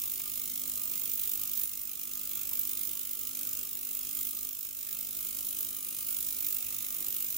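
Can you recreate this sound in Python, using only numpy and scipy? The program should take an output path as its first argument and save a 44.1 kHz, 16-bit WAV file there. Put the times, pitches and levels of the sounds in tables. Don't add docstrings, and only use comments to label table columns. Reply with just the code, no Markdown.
import sys
import numpy as np
from scipy import signal
from scipy.fft import rfft, irfft, next_fast_len
from scipy.io import wavfile
from scipy.ndimage import uniform_filter1d, map_coordinates

SR = 44100
rng = np.random.default_rng(int(sys.argv[2]) if len(sys.argv) > 2 else 0)


def master(y):
    cut = np.clip(np.atleast_2d(y).T, -1, 1)
    pcm = np.round(cut * 32767)
    wavfile.write(sys.argv[1], SR, pcm.astype(np.int16))


N = 325017

MAINS_HZ, START_PHASE = 50.09, 0.521
CRACKLE_DB, FIZZ_DB, TANK_DB = -44.5, -36.5, -63
CRACKLE_SHARE = 0.22
SAG_S, RECOVER_DB_PER_S = 0.048, 5.5
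BUMP_S, BUMP_HALF_S, BUMP_DB = 7.02, 0.07, -60
TOP_HZ = 15830

# (share of the cycle, relative level [dB])
CYCLE_STRENGTH = [(0, -10), (.255, -12), (.34, -4.6), (.42, -1.5), (.49, -1.2), (0.591, -2.5), (0.69, -8),
                  (.82, -10)]
# (frequency [Hz], relative density [dB per Hz])
CRACKLE_COLOUR = [(880, -24), (1500, -20.5), (1970, -14.5), (2080, -13), (2550, -6.5), (3940, -6),
                  (4670, -9), (5010, -4.5), (5530, -5.5), (7150, 0), (8390, -3.5), (9410, 0.5),
                  (10400, 0.5), (11100, -3), (12500, -7.5), (16200, -50.5), (22000, -120)]
# (frequency [Hz], relative density [dB per Hz])
FIZZ_COLOUR = [(9000, -43.5), (11300, -15.5), (11900, -6.5), (12500, -8.5), (13100, -4.5), (13900, 0.5),
               (14400, -5), (15130, 4), (15800, -2)]
# (time [s], level change [dB])
FIZZ_DRIFT = [(0, 0.17), (1.2, 0.6), (3.1, 0.5), (5.2, -0.5), (6.3, 0.2), (7.37, -1.34)]
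# (time [s], half length [s], rise of the fizz [dB])
FIZZ_SURGES = [(1.25, 0.079, 1.3), (1.61, .06, 2.5), (2.533, 0.037, 2.2), (3.35, .07, -2.5),
               (3.96, 0.058, 3.5), (4.24, .07, 1.5), (5.46, 0.023, 4), (5.62, .03, 3.5), (6.5, 0.107, 3),
               (7.33, .12, 3)]
# (frequency [Hz], width [Hz], relative level [dB])
TANK_MODES = [(1161.7, 10, 0.5), (1230.4, 66, 1.5), (1368.7, 109, -6), (2127, 47, -3), (2316, 60, -1.5)]
# (frequency [Hz], side minus mid [dB])
STEREO_WIDTH = [(60, -9.5), (130, -3.5), (290, -5.5), (640, -0.5), (1410, -22), (3100, -3.5), (6820, -3),
                (15000, 2)]
# (frequency [Hz], t60 [s])
ROOM_DECAY = [(300, 0.23), (3000, 0.14), (15000, 0.096)]
# (frequency [Hz], reverberant minus direct [dB])
REVERB_BALANCE = [(1200, -2.5), (2200, 1.5), (4000, -9.5), (8000, -18), (15000, -5.5)]
# (multiple of the mains, relative level [dB])
HUM_LINES = [(1, -8.5), (2, -6.5), (3, -27), (4, -4), (5, 2), (6, -4), (7, -6), (8, -9), (9, -17.5),
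             (10, -26), (11, -11.5), (12, -11.5), (13, -12), (14, -34.5), (15, -21)]
# (time [s], level change [dB])
LOW_DRIFT = [(0, -2), (.85, 2), (1.65, -1.62), (2.35, .7), (3.1, -.3), (3.55, 1.4), (4.65, -2), (5.1, 0.67),
             (7.37, -1.02)]
# (frequency [Hz], relative density [dB per Hz])
WORKSHOP_COLOUR = [(12, -39), (20, 4.5), (31, -13), (44, 3), (52, -6), (60, -1.5), (76, -9.5), (103, -1),
                   (165, -9), (247, -3.5), (274, -3.5), (352, -0.5), (476, -9.5), (633, -4.5), (813, -28),
                   (1100, -15), (1430, -16), (2420, -120)]
# (time [s], level [dB])
DEEP_RUMBLE_LEVEL = [(0, -65), (.9, -64.5), (1.8, -65), (4.4, -66), (6.2, -66), (7.37, -66)]
# (time [s], peak level [dB], frequency [Hz], width [Hz], t60 [s])
BEAKER_KNOCKS = [(0.195, -50.5, 760, 900, 0.045), (0.202, -38, 2390, 1500, 0.0306),
                 (0.258, -51, 1200, 70, .1), (2.517, -50, 1035, 260, 0.065)]
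# (time [s], half length [s], frequency [Hz], level [dB])
CLOUD_WHISTLES = [(1.19, 0.15, 15200, -41.5), (1.639, 0.032, 9560, -43), (2.595, 0.0028, 13900, -31),
                  (2.6, 0.062, 14250, -41), (2.752, 0.21, 9500, -51), (4.204, 0.15, 9590, -47.5),
                  (5.5, 0.064, 10600, -48.5), (6.102, 0.68, 10140, -49.5), (6.12, .05, 15100, -39.5),
                  (7.22, 0.2, 13800, -43)]
# (time [s], hold [s], depth [dB])
LEVEL_LULLS = [(1.629, 0.27, 3), (2.903, 0.23, 1.5), (3.603, .14, 2.5), (4.283, 0.042, 1.5),
               (4.46, 0.21, 3.5), (5.686, 0.053, 2), (6.683, 0.3, -0.15)]
# (frequency [Hz], relative density [dB per Hz])
BUMP_SPECTRUM = [(25, -12), (330, 1), (480, -3), (700, -12), (1300, -15), (3000, -60)]
# (frequency [Hz], left minus right [dB])
LEFT_RIGHT_LEAN = [(250, 1.3), (1000, -0.5), (1800, -3.5), (2800, 0.5), (8000, 0.5), (11800, -.7),
                   (13700, -6), (15500, -4)]


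def amp(db):
    return 10 ** (np.asarray(db) / 20)


def unit(x):
    return x / np.sqrt(np.mean(x ** 2) + 1e-20)


def clock():
    return np.arange(N) / SR


def along(points, hz):
    f, v = np.transpose(points)
    return np.interp(np.log(hz + 1), np.log(f + 1), v)


def curve(points):
    s, v = np.transpose(points)
    return np.interp(clock(), s, v)


def wobble(rate):
    knots = rng.standard_normal(int(N * rate / SR) + 4)
    return map_coordinates(knots, [np.arange(N) * rate / SR])


def swell(s, half):
    return np.exp(-((clock() - s) / half) ** 2)


def filtered(x, response):
    m = next_fast_len(N + SR // 2)
    return irfft(rfft(x, m) * response(np.fft.rfftfreq(m, 1 / SR)), m)[..., :N]


def resonance(f, centre, width):
    return 1j * f * width / (centre ** 2 - f ** 2 + 1j * f * width)


def spread(pair, response):
    mid, side = filtered(pair, response)
    side = filtered(side, lambda f: amp(along(STEREO_WIDTH, f)))
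    return np.array([mid + side, mid - side]) / (np.std(mid) + 1e-20)


def drive(burst_db):
    turns = MAINS_HZ * clock() + START_PHASE
    phase, db = np.transpose(CYCLE_STRENGTH)
    cycle_db = np.interp(turns % 1, phase, db, period=1)
    return unit(amp(cycle_db + burst_db * wobble(MAINS_HZ)))


def collapses(gate, per_second, snap_db):
    struck = rng.random(N) < per_second / SR * gate
    snaps = unit(struck * rng.standard_normal((2, N)) * np.sqrt(gate))
    bed = gate * rng.standard_normal((2, N))
    return bed + amp(snap_db) * snaps


def cavitation(gate, clump_db, flutter_db, steepness):
    surge_db = sum(db * swell(s, half) for s, half, db in FIZZ_SURGES)
    crackle_db = CRACKLE_DB + CRACKLE_SHARE * surge_db
    fizz_db = FIZZ_DB + curve(FIZZ_DRIFT) + surge_db + flutter_db * wobble(50)

    clumps = gate * amp(clump_db * wobble(500))
    large = collapses(clumps, per_second=1200, snap_db=-12.5)
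    crackle = spread(large, lambda f: amp(along(CRACKLE_COLOUR, f)))
    fine = collapses(clumps ** steepness, per_second=1100, snap_db=-7.5)
    fizz = spread(fine, lambda f: amp(along(FIZZ_COLOUR, f)))

    def steel(f):
        modes = sum(amp(db) * resonance(f, hz, width) for hz, width, db in TANK_MODES)
        return modes / (1 + (1000 / (f + 1)) ** 8)

    tank = spread(gate ** 0.41 * rng.standard_normal((2, N)), steel)
    return amp(crackle_db) * crackle + amp(TANK_DB) * tank + amp(fizz_db) * fizz


def drifting(x, depth_db):
    z = signal.stft(x, nperseg=512)[2]
    field = rng.standard_normal(z.shape[1:])
    for _ in range(2):
        field = uniform_filter1d(field, size=3, axis=0)
        field = uniform_filter1d(field, size=14, axis=1)
    return signal.istft(z * amp(depth_db * unit(field)), nperseg=512)[1][:, :N]


def room(x, count=30):
    out, step = np.zeros((2, N + SR)), N // count + 1
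    for start in range(-step, N, step):
        hz, t, z = signal.stft(rng.standard_normal((2, SR // 4)), SR, nperseg=256)
        decay = np.exp(-np.log(1000) * t / along(ROOM_DECAY, hz)[:, None])
        tail = signal.istft(z * decay, SR, nperseg=256)[1]
        span = np.arange(max(start, 0), min(start + 2 * step, N))
        piece = x[:, span] * np.sin(np.pi * (span - start) / (2 * step))
        wet = signal.fftconvolve(piece, tail / np.linalg.norm(tail[0]), axes=1)
        out[:, span[0]:span[0] + wet.shape[1]] += wet
    return out[:, :N]


def hum(level_db, waver_db):
    turns = MAINS_HZ * clock()
    lines = np.zeros(N)
    for k, db in HUM_LINES:
        tone = np.sin(2 * np.pi * (k * turns + rng.random()))
        lines += amp(db + waver_db * wobble(5)) * tone
    return amp(level_db + curve(LOW_DRIFT)) * unit(lines)


def workshop(upper_db, split_hz):
    colour = lambda f: amp(along(WORKSHOP_COLOUR, f))
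    low = lambda f: 1 / (1 + (f / split_hz) ** 8)
    deep = spread(rng.standard_normal((2, N)), lambda f: colour(f) * np.sqrt(low(f)))
    upper = spread(rng.standard_normal((2, N)), lambda f: colour(f) * np.sqrt(1 - low(f)))
    return amp(curve(DEEP_RUMBLE_LEVEL)) * deep + amp(upper_db + curve(LOW_DRIFT)) * upper


def knocks():
    out = np.zeros(N)
    for s, db, hz, width, t60 in BEAKER_KNOCKS:
        age = clock() - s
        decay = (age > 0) * np.exp(-np.log(1000) * np.abs(age) / t60)
        rattle = decay * rng.standard_normal(N)
        ring = filtered(rattle, lambda f: resonance(f, hz, width) * resonance(f, hz, 2 * width))
        out += amp(db) * ring / np.abs(ring).max()
    return out


def whistles(gate, width_hz):
    out = np.zeros((2, N))
    for s, half, hz, db in CLOUD_WHISTLES:
        ring = spread(gate * rng.standard_normal((2, N)), lambda f: resonance(f, hz, width_hz) ** 2)
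        out += amp(db) * swell(s, half) * ring
    return out


def sag():
    out = np.zeros(N)
    for s, hold, depth_db in LEVEL_LULLS:
        corners = s + np.cumsum([0, SAG_S, hold, depth_db / RECOVER_DB_PER_S])
        out -= np.interp(clock(), corners, [0, depth_db, depth_db, 0])
    return out


def bump():
    noise = spread(rng.standard_normal((2, N)), lambda f: amp(along(BUMP_SPECTRUM, f)))
    return amp(BUMP_DB) * swell(BUMP_S, BUMP_HALF_S) * noise


def scene():
    gate = drive(burst_db=0.57)
    bath = drifting(cavitation(gate, clump_db=1.0, flutter_db=0.5, steepness=1.2), depth_db=1.0)
    bath = bath + whistles(gate, width_hz=960)

    wet_ratio = lambda f: amp(along(REVERB_BALANCE, f))
    direct = lambda f: 1 / np.sqrt(1 + wet_ratio(f) ** 2)
    bath = filtered(bath, direct) + filtered(room(bath), lambda f: direct(f) * wet_ratio(f))

    background = hum(level_db=-62.0, waver_db=1.74) + workshop(upper_db=-68.5, split_hz=230)
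    mix = (bath + knocks() + bump() + background) * amp(sag())
    return filtered(mix, lambda f: amp(np.outer([0.5, -0.5], along(LEFT_RIGHT_LEAN, f))))


def record(dry):
    return filtered(dry, lambda f: np.clip((TOP_HZ - f) / 80 + 0.5, 0, 1))


dry = scene()
out = record(dry)
master(out)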